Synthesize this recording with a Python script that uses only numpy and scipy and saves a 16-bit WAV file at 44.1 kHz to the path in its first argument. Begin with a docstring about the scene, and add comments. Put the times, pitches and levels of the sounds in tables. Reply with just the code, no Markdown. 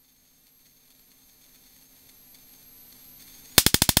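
"""Coil whine, corona and sparks

A high-voltage coil whines faintly in a small quiet room, its tip fizzing with corona.
Each surge of corona pushes the whine up, and it sinks back; then six sparks jump the gap.
Their shock waves overload a close microphone whose gain has been slowly creeping up."""
import sys
import numpy as np
from scipy import signal
from scipy.fft import rfft, irfft
from scipy.io import wavfile
from scipy.ndimage import uniform_filter1d

SR = 44100
rng = np.random.default_rng(int(sys.argv[2]) if len(sys.argv) > 2 else 0)


def store_wav(level_fs):
    """Save 16-bit WAV to argv[1]."""
    pcm = np.round(np.clip(np.atleast_2d(level_fs), -1, 1) * 32767)
    wavfile.write(sys.argv[1], SR, pcm.T.astype(np.int16))


N = 176400

# spectrum of the background hiss (frequency [Hz], relative density [dB])
HISS_SPECTRUM = [(20, 6), (60, -7), (110, -4), (170, -9.5), (260, -5.5), (340, -11), (700, -14),
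                 (1400, -18.5), (2300, -14.5), (3000, -18.5), (4400, -10.5), (5600, -18), (7400, -15),
                 (7850, -21.5), (8170, -9.5), (8600, -18), (9000, -12), (9600, -19), (10250, -11),
                 (12000, -20.5), (15200, -18.5), (15600, -18)]
# tones of mains and fan hum (frequency [Hz], level [dB])
HUM_TONES = [(149.5, -68.5), (200, -70.5), (249, -67.5), (264, -66), (446, -75), (789, -77.5)]
# surges of corona (time of peak [s], peak frequency of the whine's octave [Hz])
CORONA_SURGES = [(0.045, 12880), (0.106, 12820), (0.184, 12970), (0.265, 12950), (0.351, 12880),
                 (0.47, 12640), (0.607, 12720), (0.669, 12900), (0.777, 12860), (0.817, 12790),
                 (0.909, 12740), (1.033, 12680), (1.116, 12810), (1.225, 12860), (1.302, 12880),
                 (1.424, 12900), (1.5, 12730), (1.565, 12850), (1.67, 12860), (1.756, 12860),
                 (1.863, 12890), (1.973, 12820), (2.088, 12760), (2.352, 12820), (2.543, 12810),
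                 (2.927, 12710), (3.198, 12860), (3.299, 12750), (3.349, 12940), (3.457, 12920),
                 (3.515, 13560)]
# spectrum of the corona fizz (frequency [Hz], relative density [dB])
FIZZ_SPECTRUM = [(300, -12), (1400, -16), (2200, -5), (2950, -12.5), (3600, 0.5), (3900, -11.5),
                 (4320, 4.5), (4800, -6), (5100, -18.5), (5600, -5.5), (7700, -13.5), (8200, -5),
                 (9600, -11), (10300, -8), (15500, -7.5)]
# spits of corona (time [s], lift of the fizz [dB])
CORONA_SPITS = [(0.469, 13), (.588, 4), (.6085, 5), (0.657, 8), (0.904, 12), (.994, 20.5), (1.1153, 12),
                (1.765, 8), (1.868, 8), (2.091, 11.5), (2.344, 16), (2.926, 18.5), (3.198, 11)]
# breakdowns of the gap (time [s], strength [dB], lag of the second shock [s])
GAP_SPARKS = [(3.5802, 12, .0004), (3.6642, 5.5, .00074), (3.7431, 5, .00076), (3.8198, 5, 0.001),
              (3.891, 4.5, .00101), (3.9699, 5, 0.0011)]
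# spectrum of a spark's snap (frequency [Hz], relative density [dB])
SNAP_SPECTRUM = [(100, -30), (500, -18.5), (850, -6), (1400, -9), (1700, 1.5), (2600, -6.5), (3400, 4.5),
                 (5300, -3), (7000, -5.5), (7800, -7), (8600, -2), (10000, -8), (12000, -3.5), (15500, -4)]
# reflections off near surfaces (delay [s], level relative to the snap [dB])
REFLECTIONS = [(.00275, -3.5), (.0034, -11), (.0056, -20), (0.0123, -22), (.0154, -29)]
# modes of the apparatus (frequency [Hz], relative level [dB], 60 dB decay time [s])
APPARATUS_MODES = [(3250, -30, 0.041), (3656, -11.5, 0.0093), (4205, -9, 0.015), (4855, -19, 0.024),
                   (5220, -17.5, 0.024), (5306, -22.5, 0.045), (6000, -28, 0.031), (6730, -20, 0.013),
                   (8640, -41, 0.046), (11910, -41, 0.027), (12770, -23, 0.04)]
# reverberation of the room (frequency [Hz], relative level [dB], 60 dB decay time [s])
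ROOM_BANDS = [(60, -6, 0.083), (200, -1, 0.075), (500, -8.5, 0.051), (1530, -12.5, 0.17), (3000, -4, 0.17),
              (5070, 0, 0.16), (8950, 2, 0.12), (15500, 0, 0.096)]

OCTAVE_REST_HZ, FULL_SURGE_HZ, CLIMB_S, SAG_S = 12380, 425, 0.022, 0.105
FUNDAMENTAL_DB, FUNDAMENTAL_LOAD_DB, OCTAVE_DB, OCTAVE_LOAD_DB = -67, 10.5, -48.5, -7
DISCHARGES_PER_S, FIZZ_DB, FIZZ_LOAD_DB, FIZZ_CLIMB_DB = 3500, -63, 8.5, 4
SPIT_RISE_S, SPIT_DECAY_S, BUILD_UP_S, BUILD_UP_DB = 0.0018, 0.008, 3.19, 1.5
SNAP_DB, SNAP_S, SECOND_SHOCK_DB, PUSH_DB, PUSH_S = 6, 0.00015, -0.5, -1.5, 0.0011
SCATTER_DB, SCATTER_S, ROOM_DB, ROOM_RISE_S = 12, 0.0022, 4.5, 0.00081
START_DUCK_DB, RECOVER_DB_PER_S, GAIN_LAG_S = 13, 3.5, 0.095
THRESHOLD_DB, DETECTOR_S, BAND_LIMIT_HZ = -15, 0.02, 15750


def amp(db):
    """Amplitude grows tenfold for every 20 dB."""
    return 10 ** (np.asarray(db) / 20)


def unit(x):
    """Normalisation to an rms of 1."""
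    return x / np.sqrt(np.mean(x ** 2) + 1e-20)


def interpolate(points, hz):
    """Linear interpolation on a log-frequency axis."""
    f, value = np.transpose(points)
    return np.interp(np.log(hz + 1), np.log(f + 1), value)


def add(mix, start_s, sound):
    """Superposition: a delayed sound adds to the mix."""
    part = mix[max(round(start_s * SR), 0):][:len(sound)]
    part += sound[:len(part)]


def colour(x, spectrum):
    """A minimum-phase filter of unit energy imposes a spectrum causally."""
    log_gain = np.log(amp(interpolate(spectrum, abs(np.fft.fftfreq(2048, 1 / SR)))))
    taps = np.fft.ifft(np.exp(np.conj(signal.hilbert(log_gain)))).real
    return signal.fftconvolve(x, taps / np.linalg.norm(taps))[:len(x)]


def drift(rate_hz):
    """Low-passed noise wanders at random, with an rms of 1."""
    lowpass = np.exp(-(np.fft.rfftfreq(N, 1 / SR) / rate_hz) ** 2)
    return unit(irfft(rfft(rng.standard_normal(N)) * lowpass, N))


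def background():
    """Random modulation makes the hiss waver, the rumble swell and the hum wander in pitch."""
    hiss_gain = amp(interpolate(HISS_SPECTRUM, np.fft.rfftfreq(N, 1 / SR)))
    hiss = unit(irfft(rfft(rng.standard_normal(N)) * hiss_gain, N))
    hum = np.zeros(N)
    for hz, db in HUM_TONES:
        phase = 2 * np.pi * np.cumsum(hz + 2.41 * drift(rate_hz=8.2)) / SR
        hum += amp(db) * unit(np.sin(phase))
    rumble = drift(rate_hz=71) * amp(-70.5 + 2.5 * drift(rate_hz=3))
    return hiss * amp(-52.5 + 0.5 * drift(rate_hz=15)) + hum + rumble


def octave_frequency():
    """Relaxation: each surge ramps the whine's octave to a peak, from which it sags exponentially."""
    t, hz = np.arange(N) / SR, np.full(N, float(OCTAVE_REST_HZ))
    for peak_s, peak_hz in CORONA_SURGES:
        climb = np.clip((t - peak_s) / CLIMB_S + 1, 0, 1)
        excess_hz = (peak_hz - OCTAVE_REST_HZ) * np.exp(-np.maximum(t - peak_s, 0) / SAG_S)
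        hz += climb * (OCTAVE_REST_HZ + excess_hz - hz)
    return hz


def whine(octave_hz, load):
    """Forced vibration: the core sounds its switching rate and the octave; load shifts their balance."""
    phase = np.pi * np.cumsum(octave_hz) / SR
    fundamental = amp(FUNDAMENTAL_DB + FUNDAMENTAL_LOAD_DB * load + 1.2 * drift(38)) * np.sin(phase)
    octave = amp(OCTAVE_DB + OCTAVE_LOAD_DB * load + 1.2 * drift(56)) * np.sin(2 * phase)
    return np.sqrt(2) * (fundamental + octave)


def corona(load):
    """Shot noise: tiny discharges merge into a fizz that follows the load, spits and builds up."""
    t = np.arange(N) / SR
    discharges = (rng.random(N) < DISCHARGES_PER_S / SR) * rng.standard_normal(N)
    discharges *= amp(2 * np.minimum(rng.exponential(1, N), 4))  # a few stand out
    spits_db = sum(db * np.exp(-np.maximum((t - s) / SPIT_DECAY_S, (s - t) / SPIT_RISE_S))
                   for s, db in CORONA_SPITS)
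    climbing = uniform_filter1d(1.0 * (np.gradient(load) > 0), size=400)
    level_db = FIZZ_DB + FIZZ_LOAD_DB * load + FIZZ_CLIMB_DB * climbing + spits_db
    level_db += BUILD_UP_DB * (t > BUILD_UP_S)
    return unit(colour(discharges, FIZZ_SPECTRUM)) * amp(level_db + 3 * drift(rate_hz=43))


def burst(t, decay_s):
    """Exponentially damped noise of unit energy."""
    x = rng.standard_normal(len(t)) * np.exp(-t / decay_s)
    return x / np.linalg.norm(x)


def sparks():
    """Breakdown sends two shocks, each a snap and a low push; the first excites echoes and ringing."""
    out, t = np.zeros(N), np.arange(SR // 10) / SR
    first, second = (amp(SNAP_DB) * burst(t, SNAP_S) for _ in range(2))
    echoes = amp(SCATTER_DB) * burst(t, SCATTER_S)
    for delay, db in REFLECTIONS:
        add(echoes, delay, amp(SNAP_DB + db) * burst(t, SNAP_S))
    ring = sum(amp(db - 60 * t / t60) * np.sin(2 * np.pi * hz * t) for hz, db, t60 in APPARATUS_MODES)
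    crack = colour(first + echoes, SNAP_SPECTRUM) + ring
    second_snap = colour(second, SNAP_SPECTRUM)
    pulse = np.sin(np.pi * np.minimum(t / PUSH_S, 1)) ** 2
    push = amp(PUSH_DB) * signal.lfilter(*signal.butter(2, 49, "high", fs=SR), pulse)
    for start_s, db, lag_s in GAP_SPARKS:
        add(out, start_s, amp(db) * crack + push)
        add(out, start_s, amp(db + ROOM_DB) * reverberation())
        add(out, start_s + lag_s, amp(SECOND_SHOCK_DB) * (amp(db) * second_snap + push))
    return out


def reverberation():
    """A diffuse field builds up quickly, then each band decays exponentially at its own rate."""
    hz, t, noise = signal.stft(rng.standard_normal(SR // 3), SR, nperseg=256)
    bands = np.array(ROOM_BANDS)
    level_db = interpolate(bands[:, [0, 1]], hz)[:, None]
    t60 = interpolate(bands[:, [0, 2]], hz)[:, None]
    tail = signal.istft(noise * amp(level_db - 60 * t / t60), SR, nperseg=256)[1]
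    tail *= 1 - np.exp(-(np.arange(len(tail)) / SR / ROOM_RISE_S) ** 2)
    return tail / np.linalg.norm(tail)


def scene():
    """Pressures add at one microphone; whine and corona stop at the first spark."""
    cracks = sparks()
    octave_hz = octave_frequency()
    load = np.clip((octave_hz - OCTAVE_REST_HZ) / FULL_SURGE_HZ, 0, 1.2)
    before_breakdown = np.arange(N) / SR < GAP_SPARKS[0][0]
    coil = (whine(octave_hz, load) + corona(load)) * before_breakdown
    return (cracks + coil + background())[None]


def smooth(x, time_constant_s):
    """A first-order lag follows its input with exponential memory."""
    pole = np.exp(-1 / (time_constant_s * SR))
    return signal.lfilter([1 - pole], [1, -pole], x)


def record(dry):
    """Automatic gain creeps up and ducks after loud sound; peaks saturate, then the band is limited."""
    x = dry[0]
    power_db = 10 * np.log10(smooth(np.tanh(x) ** 2, DETECTOR_S) + 1e-12)
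    over_db = np.maximum(power_db - THRESHOLD_DB, 0)
    recovery_db = np.arange(N) / SR * RECOVER_DB_PER_S
    target_db = np.maximum(np.maximum.accumulate(over_db + recovery_db), START_DUCK_DB) - recovery_db
    duck_db = START_DUCK_DB + smooth(target_db - START_DUCK_DB, GAIN_LAG_S)
    saturated = np.tanh(x * amp(-duck_db))
    lowpass = signal.firwin(1201, BAND_LIMIT_HZ, window=("kaiser", 8), fs=SR)
    return signal.oaconvolve(saturated, lowpass, "same")[None]


dry = scene()
out = record(dry)
store_wav(out)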